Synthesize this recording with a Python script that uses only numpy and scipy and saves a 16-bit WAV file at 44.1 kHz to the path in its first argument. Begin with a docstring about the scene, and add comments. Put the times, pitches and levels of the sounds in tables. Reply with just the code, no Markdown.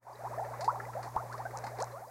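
"""A kitchen, one microphone close to a steel bowl where gas bubbles up through soapy water under foam.
Each bubble sings a short rising note as it surfaces, among ragged pops and thin pings. Foam films burst
in wet puffs and sharp ticks, and one big bubble thumps. Behind the bowl are a mains hum,
a low room rumble and a hiss."""
import sys
import numpy as np
from scipy import signal
from scipy.fft import rfft, irfft, next_fast_len
from scipy.io import wavfile
from scipy.ndimage import map_coordinates

SR = 44100
rng = np.random.default_rng(int(sys.argv[2]) if len(sys.argv) > 2 else 0)


def pcm_store(signal):
    """Save signal as 16-bit PCM."""
    levels = np.round(np.clip(np.atleast_2d(signal), -1, 1) * 32767)
    wavfile.write(sys.argv[1], SR, levels.astype(np.int16).T)


N = 92610  # 2.1 s


def amp(db):
    """Decibels to gain."""
    return 10 ** (np.asarray(db) / 20)


def curve(rows):
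    """Join (seconds, value) points into one value per sample."""
    return np.interp(np.arange(N) / SR, *np.transpose(rows))


def wobble(knots_per_s, size):
    """A smooth random curve, size samples long."""
    return map_coordinates(rng.standard_normal(2048), [np.arange(size) * knots_per_s / SR], mode="wrap")


def filtered(x, response):
    """Filter x by a gain given as a function of frequency."""
    size = next_fast_len(N + SR // 2)
    return irfft(rfft(x, size) * response(np.fft.rfftfreq(size, 1 / SR)), size)[:N]


def noise(spectrum):
    """Noise of rms 1, shaped by (Hz, dB) points."""
    points_hz, db = np.transpose(spectrum)
    x = filtered(rng.standard_normal(N), lambda hz: amp(np.interp(np.log(hz + 1), np.log(points_hz), db)))
    return x / np.sqrt(np.mean(x ** 2) + 1e-20)


def add(out, start_s, sound):
    """Mix a sound into out at start_s."""
    i = int(np.clip(round(start_s * SR), 0, N))
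    out[i:i + len(sound)] += sound[:N - i]


def decay(t, t60):
    """Exponential fall of 60 dB in t60 seconds."""
    return np.exp(-np.log(1000) * t / t60)


# The hum behind the bowl. Each row: time in seconds, level of the main tone in dB.
HUM_LEVEL = [(0, -101), (.03, -71), (.11, -62), (.21, -57.5), (.27, -49), (.5, -49.5), (1.89, -49.5),
             (2.1, -64.5)]
def mains_hum(hum_hz=119.2, mains_db=-19):
    """A tone at twice the mains frequency, over a weaker one at the mains frequency itself."""
    phase = 2 * np.pi * hum_hz * np.arange(N) / SR
    return amp(curve(HUM_LEVEL)) * np.sqrt(2) * (np.sin(phase) + amp(mains_db) * np.sin(phase / 2))


# The room's low end. Each row: time in seconds, level in dB.
RUMBLE_LEVEL = [(0, -90), (.3, -64.5), (.7, -65.5), (.92, -63.5), (1.5, -64.5), (2.1, -77)]
# Its colour. Each row: frequency in Hz, relative level in dB.
RUMBLE_SPECTRUM = [(20, -32), (40, -21), (57, -28), (80, -9.5), (160, -4.5), (320, -7.5), (800, -53)]
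def room_rumble():
    """Low noise that fades in, holds and falls away."""
    return amp(curve(RUMBLE_LEVEL)) * noise(RUMBLE_SPECTRUM)


# The fade of hiss, simmer, small bubbles, crackle and close ticks. Each row: time in seconds, gain in dB.
FADE = [(0, -47), (.03, -13.5), (.11, -4.5), (.2, -1.5), (.3, 1.5), (1.87, 1.5), (2.1, -7.5)]
# The hiss behind the bowl. Each row: frequency in Hz, relative level in dB.
HISS_SPECTRUM = [(500, 11.5), (2400, -2.5), (3200, -2), (4100, 2), (6000, 4.5), (8000, 2), (12000, 1),
                 (15800, -2)]
def hiss(level_db=-61.5, sizzle_hz=8000):
    """A broad hiss whose finest sizzle holds on as the rest fades."""
    broad = noise(HISS_SPECTRUM)
    sizzle = filtered(broad, lambda hz: 1 - np.exp(-(hz / sizzle_hz) ** 2))
    gain = amp(level_db + curve(FADE))
    return gain * (broad - sizzle) + np.maximum.accumulate(gain) * sizzle


# The water under the foam. 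Each row: frequency in Hz, relative level in dB.
SIMMER_SPECTRUM = [(40, -58), (120, -13.5), (300, -12.5), (550, 0.5), (900, -0.5), (1300, -6.5), (1900, -9),
                   (2400, -17.5), (3000, -36), (6000, -71)]
def simmer(level_db=-54.5, swing_db=2.5):
    """A wavering wash of bubbling, muffled by the foam."""
    return amp(level_db + swing_db * wobble(34.95, N)) * noise(SIMMER_SPECTRUM)


def bubble_note(length_s, first_hz, last_hz, peak_at, attack_s=0.00046, start_share=0.63):
    """A gas pocket rings, rising in pitch as it nears the surface, and dies as it opens."""
    age = np.linspace(0, 1, max(int(length_s * SR), 8))
    hz = first_hz * (last_hz / first_hz) ** (age ** 1.087)  # the glide speeds up
    peak_at = np.clip(peak_at, .02, .95)
    attack = 1 - np.exp(-age * length_s / attack_s)
    swell = start_share + (1 - start_share) * np.minimum(age / peak_at, 1) ** 1.6
    release = np.abs(np.cos(np.pi / 2 * np.maximum(age - peak_at, 0) / (1 - peak_at))) ** 0.61
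    return attack * swell * release * np.sin(2 * np.pi * np.cumsum(hz) / SR)


def small_bubbles(per_s=140, level_db=-51, centre_hz=839.6, typical_s=0.0207, rise_ratio=1.286):
    """A random crowd of faint bubbles, loudest at middle pitches; the lower ones tend to ring longer."""
    out = np.zeros(N)
    half_rise = np.sqrt(rise_ratio)
    for when, peak_at, *draws in rng.random((int(per_s * N / SR), 5)):
        pitch, life, strength = 2 * np.array(draws) - 1
        hz = centre_hz * np.exp(.8 * pitch)
        length_s = typical_s * np.exp(life / 2) * np.sqrt(centre_hz / hz)
        note = bubble_note(length_s, hz / half_rise, hz * half_rise, peak_at / 2)
        add(out, when * N / SR, note * amp(level_db + 3.8 * strength - 7 * pitch ** 2))
    return out


def film_snap(pitch_ratio=1, top_hz=9430, end_hz=4000, fall_s=0.00057, peak_s=0.00036):
    """A tiny film snaps: a fast falling chirp with a faint tail, transposed by pitch_ratio."""
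    t = np.arange(SR // 40) / SR
    hz = pitch_ratio * (end_hz + (top_hz - end_hz) * np.exp(-t / fall_s))
    spike = (t / peak_s * np.exp(1 - t / peak_s)) ** 2
    tail = amp(-16.5) * (1 - np.exp(-t / peak_s)) * decay(t, t60=0.024)
    return (spike + tail) * np.sin(2 * np.pi * np.cumsum(hz) / SR)


def foam_crackle(per_s=74, faintest_db=-71, range_db=19):
    """Tiny films snap at random in the foam, most of them barely heard."""
    out = np.zeros(N)
    for when, strength, pitch in rng.random((int(per_s * N / SR), 3)):
        add(out, when * N / SR, amp(faintest_db + range_db * strength ** 2) * film_snap(.9 + .5 * pitch))
    return out


# Bubbles that stand out at close range. Each row: start in seconds, length in seconds,
# first and last pitch in Hz, peak level in dB, place of the peak in the note from 0 to 1.
SURFACING_BUBBLES = [ (.067, 0.022, 840, 1185, -46.5, 0.1), (.069, 0.053, 610, 1250, -45, 0.46),
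                     (0.095, 0.049, 503, 1220, -47, 0.5), (0.188, 0.042, 536, 883, -43.5, 0.9),
                     (0.238, .046, 749, 1384, -40, 0.07), (0.236, 0.049, 600, 1107, -36, 0.45),
                     (0.306, 0.042, 542, 1190, -37, 0.7), (0.377, 0.028, 612, 958, -31.5, 0.6),
                     (0.392, 0.055, 579.5, 963, -33.5, 0.5), (0.457, 0.053, 540, 1054, -41, 0.5),
                     (0.508, 0.04, 553.4, 1146, -42, 0.86), (.592, 0.076, 560, 934, -35.5, 0.58),
                     (.6, 0.0398, 802, 1182, -40.5, .4), (.678, 0.021, 829, 1307, -20.5, 0),
                     (0.695, .016, 1222, 1480, -34.5, 0.36), (.7, .018, 967, 950, -32, 0.1),
                     (0.728, 0.032, 550, 1153, -37, 1), (.762, 0.03, 683, 996, -36.5, 0.05),
                     (0.829, 0.027, 733, 1100, -42.5, 0.3), (0.86, .048, 480, 1120, -40, .68),
                     (.951, 0.05, 582, 1052, -36, 0.12), (.952, 0.069, 472.4, 932, -37, .38),
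                     (1.045, 0.042, 628, 1255, -42.5, 0.38), (1.052, 0.054, 642, 1020, -42.5, .3),
                     (1.143, 0.022, 564, 910, -39.5, 0.84), (1.165, 0.017, 954, 1446, -31.5, 0),
                     (1.168, 0.042, 862, 1540, -37.5, 0.2), (1.198, 0.044, 625, 1080, -39, 0.2),
                     (1.297, 0.041, 898, 1758, -44, 0.63), (1.34, .024, 1006, 1340, -40.5, 0.33),
                     (1.379, 0.052, 552, 1376, -38.5, 0.32), (1.452, 0.024, 651, 906, -33, 0.14),
                     (1.453, 0.02, 1465, 1646, -37.5, 0), (1.535, 0.04, 724, 980, -38, 0.4),
                     (1.531, .036, 782, 1460, -42, .45), (1.636, 0.027, 700, 1040, -37, .15),
                     (1.65, 0.035, 744, 974, -39.5, 0.76), (1.712, 0.063, 567, 937, -43, 0.43),
                     (1.786, 0.051, 664, 1753, -36, .23), (1.785, 0.039, 376, 584, -38.5, 0.53),
                     (1.813, 0.033, 518, 1126, -29.5, .46), (1.923, 0.035, 522, 600, -44, .43),
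                     (1.939, 0.054, 983, 1505, -47.5, 0.05), (1.958, 0.049, 604, 980, -45, 0.3),
                     (2.006, 0.062, 586, 1172, -44, 0.43), (2.069, 0.039, 557, 853, -48.5, 0.3)]
def surfacing_bubbles(flutter_db=2, flutter_per_s=263):
    """Each bubble sings one gliding note as it comes up, its loudness trembling a little."""
    out = np.zeros(N)
    for start_s, length_s, first_hz, last_hz, db, peak_at in SURFACING_BUBBLES:
        note = bubble_note(length_s, first_hz, last_hz, peak_at)
        add(out, start_s, note * amp(db + flutter_db * wobble(flutter_per_s, len(note))))
    return out


# Pops and pings from the bowl. Each row: start in seconds, pitch in Hz, level in dB.
POPS_AND_PINGS = [ (.131, 4750, -50.5), (.154, 3940, -49.5), (.383, 1753, -34), (.447, 1900, -49),
                  (.535, 1085, -31), (.538, 2000, -42.5), (.6843, 4800, -48), (.7995, 1347, -28.5),
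                  (.8005, 1715, -28), (.851, 2010, -36), (.9345, 1295, -33.5), (1.1622, 870, -15),
                  (1.16, 402, -32.5), (1.297, 920, -34.5), (1.34, 1020, -29), (1.3783, 5260, -51),
                  (1.536, 563, -35), (1.917, 4100, -49.5), (1.9425, 1066, -46), (2.0812, 4840, -53.5)]
def pops_and_pings(attack_s=0.0021, roughness_rad=0.43):
    """Short ragged pops, and the thin high pings of faint ticks."""
    out, t = np.zeros(N), np.arange(SR // 16) / SR
    envelope = (1 - np.exp(-t / attack_s)) * decay(t, t60=0.029)
    for start_s, hz, db in POPS_AND_PINGS:
        phase = 2 * np.pi * hz * t + roughness_rad * wobble(hz / 2, len(t))
        add(out, start_s, amp(db) * envelope * np.sin(phase))
    return out


# Films bursting in the mound of foam. Each row: start in seconds, splat level in dB, fizz level in dB.
FILM_BURSTS = [(0.447, -46, -70), (0.608, -43.5, -46), (.644, -41, -47), (0.933, -46.5, -69),
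               (1.028, -43.5, -52), (1.047, -49, -62), (1.326, -54, -53.5), (1.378, -47.5, -60),
               (1.508, -48, -68), (1.639, -41, -52.5), (1.666, -39, -52.5), (1.785, -42.5, -57),
               (1.801, -43, -47)]
# The colours of the wet splat and the fizzing spray. Each row: frequency in Hz, relative level in dB.
SPLAT_SPECTRUM = [(50, -55), (160, -3), (500, -7.5), (1200, -2), (2000, -4), (2500, -15.5), (3100, -23.5),
                  (6000, -65)]
FIZZ_SPECTRUM = [(2000, -13), (3200, -11.5), (4200, 3.5), (5000, 2.5), (6000, -1), (8000, -4.5),
                 (11000, -12), (16000, -27)]
# The steel bowl's resonances. Each row: frequency in Hz, relative level in dB.
BOWL_MODES = [(1715, 3.5), (1978, 4), (2052, -4), (3810, -3.5), (4340, -0.5), (4930, -1)]
def film_bursts(attack_s=0.00043, bowl_db=-11.5):
    """A film tears: a wet splat, a puff of fine spray and a faint ring of the bowl."""
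    splat_gain, fizz_gain, ring = np.zeros((3, N))
    t = np.arange(SR // 6) / SR
    attack = 1 - np.exp(-t / attack_s)
    for start_s, splat_db, fizz_db in FILM_BURSTS:
        add(splat_gain, start_s, amp(splat_db) * attack * decay(t, t60=0.052))
        add(fizz_gain, start_s, amp(fizz_db) * attack * decay(t, t60=0.09))
        modes = sum(amp(db + rng.normal(0, 1.6)) * np.sin(2 * np.pi * (hz * t + rng.random()))
                    for hz, db in BOWL_MODES)
        ring_db = bowl_db + (splat_db + fizz_db) / 2
        add(ring, start_s, amp(ring_db) * attack * decay(t, t60=0.11) * modes)
    return splat_gain * noise(SPLAT_SPECTRUM) + fizz_gain * noise(FIZZ_SPECTRUM) + ring


def thump(start_s=1.163, hz=60.6, puff_db=-33, tear_db=-58):
    """One big bubble tears with a click and pushes out its gas in a low puff."""
    out, t = np.zeros(N), np.arange(SR // 8) / SR
    puff = amp(puff_db) * decay(t, t60=0.04) * np.cos(2 * np.pi * hz * t)
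    tear = amp(tear_db) * decay(t, t60=0.0027) * rng.standard_normal(len(t))
    add(out, start_s, puff + tear)
    return out


# Ticks close to the microphone. Each row: start in seconds, level in dB before the fade.
CLOSE_TICKS = [(1.5732, -34), (1.587, -41), (1.824, -30), (1.8426, -38.5)]
def close_ticks():
    """A few tiny films snap sharply, well above the crackle."""
    out = np.zeros(N)
    for start_s, db in CLOSE_TICKS:
        add(out, start_s, amp(db) * film_snap())
    return out


def kitchen_echo(x, tail_db=-17, bowl_echo_delay_s=.009, bowl_echo_db=-15.5):
    """The kitchen's short reverberation, and an echo off the bowl that beats against each rising note."""
    t = np.arange(SR // 3) / SR
    tail = rng.standard_normal(len(t)) * decay(t, t60=.15) * (1 - np.exp(-t / 0.014))
    out = amp(tail_db) * signal.fftconvolve(x, tail / np.linalg.norm(tail))[:N]
    add(out, bowl_echo_delay_s, amp(bowl_echo_db) * x)
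    return out


def scene():
    """The bowl in mono over the background; the main bubbling echoes, the fine sounds stay dry."""
    background = mains_hum() + room_rumble() + hiss()
    bubbling = surfacing_bubbles() + pops_and_pings() + film_bursts() + thump()
    fine_sounds = amp(curve(FADE)) * (simmer() + small_bubbles() + foam_crackle() + close_ticks())
    return (background + bubbling + kitchen_echo(bubbling) + fine_sounds)[None]


def record(dry):
    """The microphone has a hollow between gurgle and fizz, and keeps nothing above its band limit."""
    hollow_hz, width_hz, depth_db, limit_hz = 3150, 430, -2.5, 15850
    hollow = lambda hz: amp(depth_db * np.exp(-((hz - hollow_hz) / width_hz) ** 2))
    return filtered(dry[0], lambda hz: hollow(hz) * (hz < limit_hz))[None]


dry = scene()
out = record(dry)
pcm_store(out)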